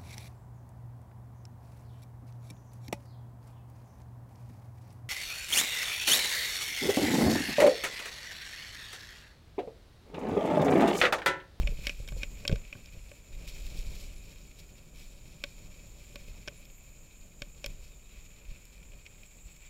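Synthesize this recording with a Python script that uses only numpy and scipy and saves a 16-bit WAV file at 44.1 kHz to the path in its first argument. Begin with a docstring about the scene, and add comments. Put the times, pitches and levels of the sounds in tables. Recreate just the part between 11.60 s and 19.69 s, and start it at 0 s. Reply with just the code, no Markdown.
"""A bumpy forest trail, heard from a small camera riding down it on a mountain bike.
Roots and stones make loose parts clack against the camera's case; big bumps thump through its mount.
Tyres crunch over dirt and dry leaves and squeeze out pebbles, the frame rumbles, and air buffets the mic.
Behind the bike, insects drone and pulse in the trees and a far bird chirps, over a soft hiss."""
import sys
import numpy as np
from scipy import signal
from scipy.fft import rfft, irfft, next_fast_len
from scipy.io import wavfile
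from scipy.ndimage import map_coordinates

SR = 44100
rng = np.random.default_rng(int(sys.argv[2]) if len(sys.argv) > 2 else 0)


def persist_wave(psi):
    """Save psi, clipped to +-1, as 16-bit WAV."""
    counts = np.round(np.clip(psi, -1, 1) * 32767).astype(np.int16)
    wavfile.write(sys.argv[1], SR, np.atleast_2d(counts).T)


N = 356769
TOP_HZ = 15800  # the camera's band limit
# tyres on the ground: (time [s], rolling level [dB], leaf crunch level [dB])
TYRE_LEVELS = [(0, -57, -58.5), (0.29, -60, -60.5), (0.65, -64.5, -64.5), (0.83, -60.5, -62.5),
               (1.1, -62, -66.5), (1.7, -66, -67), (1.92, -58, -57), (2.3, -60, -57), (2.55, -64, -64),
               (2.95, -66.5, -65.5), (3.3, -69, -68), (3.55, -67.5, -65.5), (4.8, -63, -65),
               (5.2, -67, -71), (5.8, -69, -70), (6.35, -71, -69.5), (6.6, -65, -68.5), (8.09, -67, -70)]


def clacks():
    """Loose parts strike the case; each hit is its own blend of four registers, from knock to tick."""
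    # (time [s], clack level [dB], hollow knock level [dB], snap level [dB], fine tick level [dB])
    hits = [(0.03, -38.5, -53, -49.5, -49), (0.0728, -27.5, -35, -32.5, -47),
            (0.2686, -20.5, -32.5, -21.5, -34), (0.2945, -23, -34, -29, -55.5),
            (0.4766, -47.5, -45, -36.5, -49), (0.486, -39, -46.5, -38, -41),
            (0.5217, -48.5, -40.5, -46, -53.5), (0.632, -24.5, -33, -28.5, -62),
            (0.851, -30, -34, -37, -44.5), (0.878, -29.5, -33.5, -16, -36), (0.8948, -36, -31, -36, -57),
            (0.9148, -37, -39, -39, -61), (0.925, -37, -43, -34.5, -61), (0.9574, -39, -38.5, -38, -49),
            (1.1264, -30.5, -45.5, -45, -65), (1.152, -62, -40.5, -57.5, -61.5),
            (1.2583, -52, -58, -42.5, -56), (1.515, -41.5, -42, -52.5, -52), (1.8764, -41, -62, -50, -42),
            (3.8383, -24.5, -30.5, -22, -40), (4.557, -36, -41, -36.5, -45),
            (4.8759, -35.5, -34, -32.5, -61), (4.8815, -32, -31, -30.5, -62), (5.0529, -54, -67, -48, -54),
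            (5.8195, -31, -32, -29.5, -44.5), (6.0426, -31, -35, -29.5, -62.5),
            (6.061, -36, -37.5, -27, -32.5), (6.9596, -47, -57.5, -58, -58.5), (7.0534, -59, -68, -52, -44),
            (7.4542, -49, -68, -57, -65), (7.4635, -38.5, -65, -45, -65), (7.6326, -46, -73, -51, -61),
            (7.9638, -53, -70, -54, -54)]
    out, t = np.zeros(N), np.arange(SR // 10) / SR
    for s, clack_db, knock_db, snap_db, tick_db in hits:
        knock = amp(knock_db) * case_ring(t, 250, 2208.6, crack=0.13, crack_t60=0.018, contact_s=0.0019)
        clack = amp(clack_db) * case_ring(t, 1860, 3226, crack=0.27, crack_t60=0.056, contact_s=0.0023)
        snap = amp(snap_db) * case_ring(t, 2930, 7310, crack=0.44, crack_t60=0.015, contact_s=0.0013)
        tick = amp(tick_db) * case_ring(t, 6700, 14000, crack=0.67, crack_t60=0.0077, contact_s=0.00083)
        add(out, s, knock + clack + snap + tick)
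    return out


def case_ring(t, lo_hz, hi_hz, crack, crack_t60, contact_s):
    """One register of the struck case: a noisy crack, and modes that decay once contact ends. Peak 1."""
    # modes of the case: (frequency [Hz], level [dB], t60 [s])
    case_modes = [(254, -8.5, 0.025), (445, -14.5, 0.028), (572.4, -5.5, 0.066), (1117, -15, 0.0363),
                  (1538, -8, 0.019), (1700, -15, 0.02), (2247, -2.5, 0.028), (2368, -3.5, 0.023),
                  (2501, 0.5, 0.019), (2877, -4.5, 0.0066), (3227, -3, 0.018), (3575, -6.5, 0.016),
                  (3790, -10, 0.025), (4270, -11.5, 0.023), (4619, -6.5, 0.015), (5396, -1.5, 0.014),
                  (5820, -10.5, 0.0074), (7000, -16.5, 0.0074), (9270, -17.5, 0.0072), (11320, -17, 0.0084),
                  (13970, -16, .007)]
    hz, db, t60 = np.transpose([m for m in case_modes if lo_hz <= m[0] < hi_hz])[:, :, None]
    since_release = np.maximum(t - contact_s, 0)
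    strength = amp(db + 2 * rng.standard_normal(hz.shape) - 60 * since_release / t60)
    modes = np.sum(strength * np.sin(2 * np.pi * (hz * t + rng.random(hz.shape))), axis=0)
    contact = band(rng.standard_normal(len(t)) * amp(-60 * t / crack_t60), lo_hz, hi_hz)
    attack = 1 - np.exp(-(t / 0.00037) ** 2)
    blow = (unit(modes) + crack * unit(contact)) * attack
    return blow / np.abs(blow).max()


def bumps(sway_hz=31, sway_t60=0.2, thud_t60=0.055, mount_hz=108):
    """A bump rocks the mount for a few slow cycles under a dull thud, part tone and part noise."""
    # bumps that reach the mount: (time [s], sway level [dB], relative thud level [dB])
    jolts = [(0.029, -35, -46), (0.09, -21, -38.5), (0.119, -39, -38.5), (0.189, -36, -43),
             (0.398, -52, -44), (0.521, -38, -42), (0.565, -30.5, -39.5), (0.896, -37, -29.5),
             (0.913, -40, -34), (0.926, -20.5, -26.5), (1.152, -55, -47), (2.187, -25.5, -47),
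             (4.545, -48, -45.5), (4.678, -36, -49.5), (4.876, -42, -42.5), (5.818, -36.5, -48.5),
             (6.061, -32.5, -50), (6.915, -42, -50)]
    # (frequency [Hz], level [dB])
    thud_spectrum = [(40, -6), (85, -4.5), (130, 3.5), (175, -2), (240, -21), (300, -34), (400, -8.5),
                     (540, -8), (750, -33), (2000, -54.5)]
    tones, shocks, t = np.zeros(N), np.zeros(N), np.arange(SR // 3) / SR
    for s, sway_db, thud_db in jolts:
        sway = amp(sway_db - 60 * t / sway_t60) * np.sin(2 * np.pi * sway_hz * t)
        shock = amp(thud_db - 60 * t / thud_t60) * (1 - np.exp(-t / 0.0016))
        thud_hz = mount_hz * np.exp(0.064 * rng.standard_normal())
        add(tones, s, sway + amp(7) * shock * np.sin(2 * np.pi * thud_hz * t))
        add(shocks, s, shock)
    return tones + amp(4) * shocks * noise(thud_spectrum)


def buffet_and_rumble(buffet_db=-50.5, buffet_db_per_shake_db=1.43):
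    """Rough ground shakes the frame; air buffets the microphone more as the shaking grows, and in puffs."""
    # how hard the ground shakes the frame: (time [s], rumble level [dB])
    shaking = [(0, -43.5), (0.14, -56.5), (0.25, -57.5), (0.9, -52.5), (1.1, -59), (1.65, -60),
               (1.85, -53.5), (2.5, -54), (2.85, -59), (4.2, -57.5), (4.75, -58), (5.5, -60.5), (6.1, -58),
               (6.5, -61), (7.2, -61.5), (8.09, -62)]
    # low puffs of air as the bike pitches: (peak time [s], length [s], level [dB])
    air_puffs = [(0.103, 0.53, -35.5), (0.56, 0.14, -42.5), (0.942, .07, -29.5), (1.373, 0.18, -46.5),
                 (1.765, 0.071, -42.5), (2.037, 0.074, -44), (2.256, 0.3, -43.5), (3.7, 0.033, -44.5),
                 (4.69, .1, -48.5), (5.61, 0.072, -53), (6.083, 0.075, -43), (6.224, .08, -47),
                 (6.58, 0.063, -48), (6.907, 0.11, -46), (7.25, .25, -56), (7.851, 0.056, -43.5)]
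    # both: (frequency [Hz], level [dB])
    frame_spectrum = [(30, -13), (70, -1), (120, 1), (170, 0), (260, -9.5), (400, -11), (510, -13),
                      (580, -9.5), (660, -17.5), (800, -22), (1100, -25), (1800, -31.5), (4000, -70)]
    air_spectrum = [(10, -14), (22, 0), (32, -2.5), (45, -2), (60, -11.5), (90, -18), (200, -49),
                    (500, -75)]
    shake_db, = curves(shaking)
    buffet = amp(buffet_db + buffet_db_per_shake_db * (shake_db - shake_db.mean()))
    puffs = sum(amp(db) * swell(s, length) for s, length, db in air_puffs)
    rumble = amp(shake_db + 1.78 * wobble(25)) * noise(frame_spectrum)
    return (buffet + puffs) * noise(air_spectrum) + rumble


def tyres(patches_per_s=45, dirt_patch_db=1.27, leaf_patch_db=1.83):
    """Tread grinds fine dirt and crushes dry leaves, which lie in patches; scuffs swell both briefly."""
    # (peak time [s], length [s], gritty level [dB], crisp level [dB])
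    scuffs = [(0.258, 0.053, -49.5, -53.5), (0.3, 0.045, -52, -58), (0.58, 0.033, -78, -56.5),
              (0.628, 0.047, -52, -68), (1.888, 0.024, -69, -51), (2.183, 0.03, -72, -54),
              (2.338, 0.045, -63, -65), (2.426, 0.072, -69, -58.5), (2.996, 0.027, -63, -57.5),
              (3.406, 0.074, -62, -60.5), (4.683, 0.016, -67, -62), (6.1, 0.16, -66, -70),
              (6.26, 0.079, -67.5, -66), (6.568, 0.11, -68, -76), (6.945, 0.11, -69, -73),
              (8.053, 0.085, -64, -83)]
    # both: (frequency [Hz], level [dB])
    dirt_spectrum = [(500, -16.5), (900, -20), (1800, -14), (2100, -9), (2330, 0.5), (2560, 1),
                     (2780, -10.5), (3300, -11), (4500, -21), (9000, -38.5)]
    leaf_spectrum = [(1000, -36), (1900, -20), (2400, -5.5), (3200, -1.5), (4300, -2.5), (5400, -2.5),
                     (6200, -5), (7500, -2.5), (8800, -11.5), (10300, -12), (11300, -9.5), (12200, -10.5),
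                     (13000, -9), (16000, -14)]
    rolling_db, crunch_db = curves(TYRE_LEVELS)
    patches = wobble(patches_per_s)
    grind = amp(rolling_db + dirt_patch_db * patches)
    crush = amp(crunch_db + leaf_patch_db * patches)
    for s, length, gritty_db, crisp_db in scuffs:
        scuff = swell(s, length)
        grind += amp(gritty_db) * scuff
        crush += amp(crisp_db) * scuff
    dirt = grind * coloured(grit(per_s=1200, bed=0.97), dirt_spectrum)
    leaves = crush * mic_port(coloured(grit(per_s=700, bed=1.0), leaf_spectrum))
    return dirt + leaves


def grit(per_s, bed, spread_db=4):
    """Tiny fractures of scattered size on a bed of noise."""
    fractures = (rng.random(N) < per_s / SR) * rng.choice([-1, 1], N)
    sizes = amp(spread_db * np.minimum(rng.standard_normal(N), 2))
    return unit(fractures * sizes) + bed * rng.standard_normal(N)


def pebbles(per_s=22, spread_db=4, decay_s=0.0062, boost_db=6):
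    """Small stones squeeze out from under the tread at random, louder when the tyres are."""
    # (frequency [Hz], level [dB])
    stone_spectrum = [(900, -18), (1900, -14), (2400, 1.5), (3000, -8.5), (4500, -16), (5600, -22),
                      (7000, -25), (14000, -31.5)]
    t = np.arange(SR // 20) / SR
    pops = (rng.random(N) < per_s / SR) * amp(spread_db * np.minimum(rng.standard_normal(N), 1.2))
    pop_shape = np.exp(-t / decay_s) * (1 - np.exp(-t / 0.0012))
    bursts = signal.fftconvolve(pops, pop_shape)[:N]
    rolling_db, _ = curves(TYRE_LEVELS)
    return amp(rolling_db + boost_db) * bursts * mic_port(noise(stone_spectrum))


def mic_port(x):
    """The microphone's opening rings in the crunch with narrow resonances. Rms 1."""
    # (frequency [Hz], width [Hz], boost [dB])
    peaks = [(3140, 210, 3.5), (3810, 340, 5.5), (4274, 200, 7.5), (4600, 163, 5), (5140, 226, 5.5),
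             (5550, 260, 6.5), (11000, 800, 4)]

    def response(hz):
        return amp(sum(db * np.exp(-(2 * (hz - centre) / width) ** 2) for centre, width, db in peaks))
    return unit(filtered(x, response))


def insects(pulse_hz=18, octave_db=-13):
    """A far chorus drones on; single pulsing singers grow and fade as the bike passes them."""
    # (time [s], level [dB])
    chorus_levels = [(0, -63), (0.75, -61), (1.45, -65.5), (2.1, -61), (3.35, -65.5), (4.8, -62.5),
                     (6.0, -62.5), (7.5, -64), (8.09, -62.5)]
    # (frequency [Hz], level [dB])
    chorus_spectrum = [(4000, -68), (6200, -22.5), (6600, -6.5), (7100, 1), (7600, -7.5), (8100, -18),
                       (9500, -24.5), (12500, -27), (14200, -13), (15600, -28.5)]
    # (time when nearest [s], passing time [s], pitch [Hz], width [Hz], level [dB])
    singers = [(5.13, .15, 13520, 600, -71.5), (7.93, 0.46, 7620, 290, -65)]
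    t = np.arange(N) / SR
    chorus_db, = curves(chorus_levels)
    out = amp(chorus_db + 1.13 * wobble(18)) * noise(chorus_spectrum)
    for s, passing, hz, width, db in singers:
        voice = narrow(hz, width) + (2 * hz < TOP_HZ) * amp(octave_db) * narrow(2 * hz, width)
        nearness = 1 / (1 + ((t - s) / passing) ** 2)
        out += amp(db) * nearness * insect_beat(pulse_hz) * voice
    return out


def insect_beat(rate_hz, sharpness=1.6, pace_drift=0.123, uneven_db=3):
    """The on-off pulse of an insect's song, uneven in pace and strength. Rms 1."""
    turns = np.cumsum(rate_hz * (1 + pace_drift * wobble(11))) / SR
    pulses = np.abs(np.sin(np.pi * turns)) ** sharpness
    return unit(pulses * amp(uneven_db * wobble(90)))


def bird(length_s=0.045, fall=0.051, blur_hz=170):
    """A far bird's short, slightly falling chirps, blurred by the trees they pass through."""
    # (centre time [s], pitch [Hz], level [dB])
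    chirps = [(5.52, 3850, -66), (6.33, 3690, -67), (6.455, 3820, -66), (6.52, 3924, -64),
              (6.63, 3780, -65)]
    out, progress = np.zeros(N), np.linspace(0, 1, int(length_s * SR))
    for s, hz, db in chirps:
        turns = np.cumsum(hz * (1 + fall * (0.5 - progress))) / SR
        add(out, s - length_s / 2, amp(db) * np.sin(np.pi * progress) * np.sin(2 * np.pi * turns))
    return out * unit(wobble(2 * blur_hz))


def buzzes(count=5, first_s=0.37, every_s=1.0, buzz_s=0.21, fade_db=1, blip_s=0.055):
    """A thin two-tone buzz recurs, fainter each time, with a few high blips over a faint steady whine."""
    # (pitch [Hz], level [dB])
    buzz_tones = [(7990, -74), (10160, -76)]
    # (time [s], pitch [Hz], level [dB])
    blips = [(0.11, 12300, -68), (2.33, 12400, -71), (2.55, 10200, -70), (4.96, 10200, -70)]
    whine = amp(-87) * narrow(9483, 7.8) + amp(-84.5) * np.sin(2 * np.pi * 9556 * np.arange(N) / SR)
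    out = np.zeros(N)
    for k in range(count):
        for hz, db in buzz_tones:
            add(out, first_s + k * every_s, amp(db - k * fade_db) * thin_tone(buzz_s, hz))
    for s, hz, db in blips:
        add(out, s, amp(db) * thin_tone(blip_s, hz))
    return out + whine


def hiss(level_db=-71.5):
    """A soft, even bed of broadband noise."""
    # (frequency [Hz], level [dB])
    hiss_spectrum = [(100, -3), (1000, 8.5), (3000, -0.5), (8000, -1.5), (12000, 1), (14500, -9),
                     (15800, -15.5)]
    return amp(level_db) * noise(hiss_spectrum)


def amp(db):
    """Decibels to gain."""
    return 10 ** (np.asarray(db) / 20)


def unit(x):
    """Scale to rms 1."""
    return x / np.sqrt(np.mean(x ** 2) + 1e-20)


def add(track, s, sound):
    """Mix a sound in at time s."""
    start = max(round(s * SR), 0)
    track[start:start + len(sound)] += sound[:max(N - start, 0)]


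def curves(rows):
    """One automation curve for each column after the time."""
    s, *columns = np.transpose(rows)
    return [np.interp(np.arange(N) / SR, s, column) for column in columns]


def wobble(knots_per_s):
    """A smooth random curve."""
    knots = rng.standard_normal(int(N * knots_per_s / SR) + 4)
    return map_coordinates(knots, [np.arange(N) * knots_per_s / SR])


def swell(s, length):
    """A smooth rise and fall around time s. Peak 1."""
    return np.exp(-np.minimum((2 * (np.arange(N) / SR - s) / length) ** 2, 20))


def filtered(x, response):
    """Zero-phase EQ; response gives the gain at each frequency."""
    size = next_fast_len(N + 8192)
    return irfft(rfft(x, size) * response(np.fft.rfftfreq(size, 1 / SR)), size)[:N]


def band(x, lo_hz, hi_hz):
    """A causal band-pass."""
    sos = signal.butter(2, [lo_hz, min(hi_hz, SR / 2 - 1)], 'band', fs=SR, output='sos')
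    return signal.sosfilt(sos, x)


def coloured(x, spectrum):
    """x shaped by (frequency [Hz], level [dB]) points. Rms 1."""
    points_hz, db = np.transpose(spectrum)
    return unit(filtered(x, lambda hz: amp(np.interp(np.log(hz + 1), np.log(points_hz), db))))


def noise(spectrum):
    """Coloured noise. Rms 1."""
    return coloured(rng.standard_normal(N), spectrum)


def narrow(centre_hz, width_hz):
    """A sustained fuzzy tone of narrow-band noise. Rms 1."""
    return unit(filtered(rng.standard_normal(N), lambda hz: np.exp(-((hz - centre_hz) / width_hz) ** 2)))


def thin_tone(length_s, hz, half_width_hz=130):
    """A short fuzzy tone with soft ends."""
    size = int(length_s * SR) + 64
    fuzz = band(rng.standard_normal(size), hz - half_width_hz, hz + half_width_hz)
    return signal.windows.tukey(size, 0.3) * unit(fuzz)


def scene():
    """The bike up close and the forest behind it, in mono."""
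    bike = clacks() + bumps() + buffet_and_rumble() + tyres() + pebbles()
    return (bike + insects() + bird() + buzzes() + hiss())[None]


def record(dry):
    """The camera keeps nothing above its band limit."""
    return filtered(dry[0], lambda hz: hz < TOP_HZ)[None]


dry = scene()
out = record(dry)
persist_wave(out)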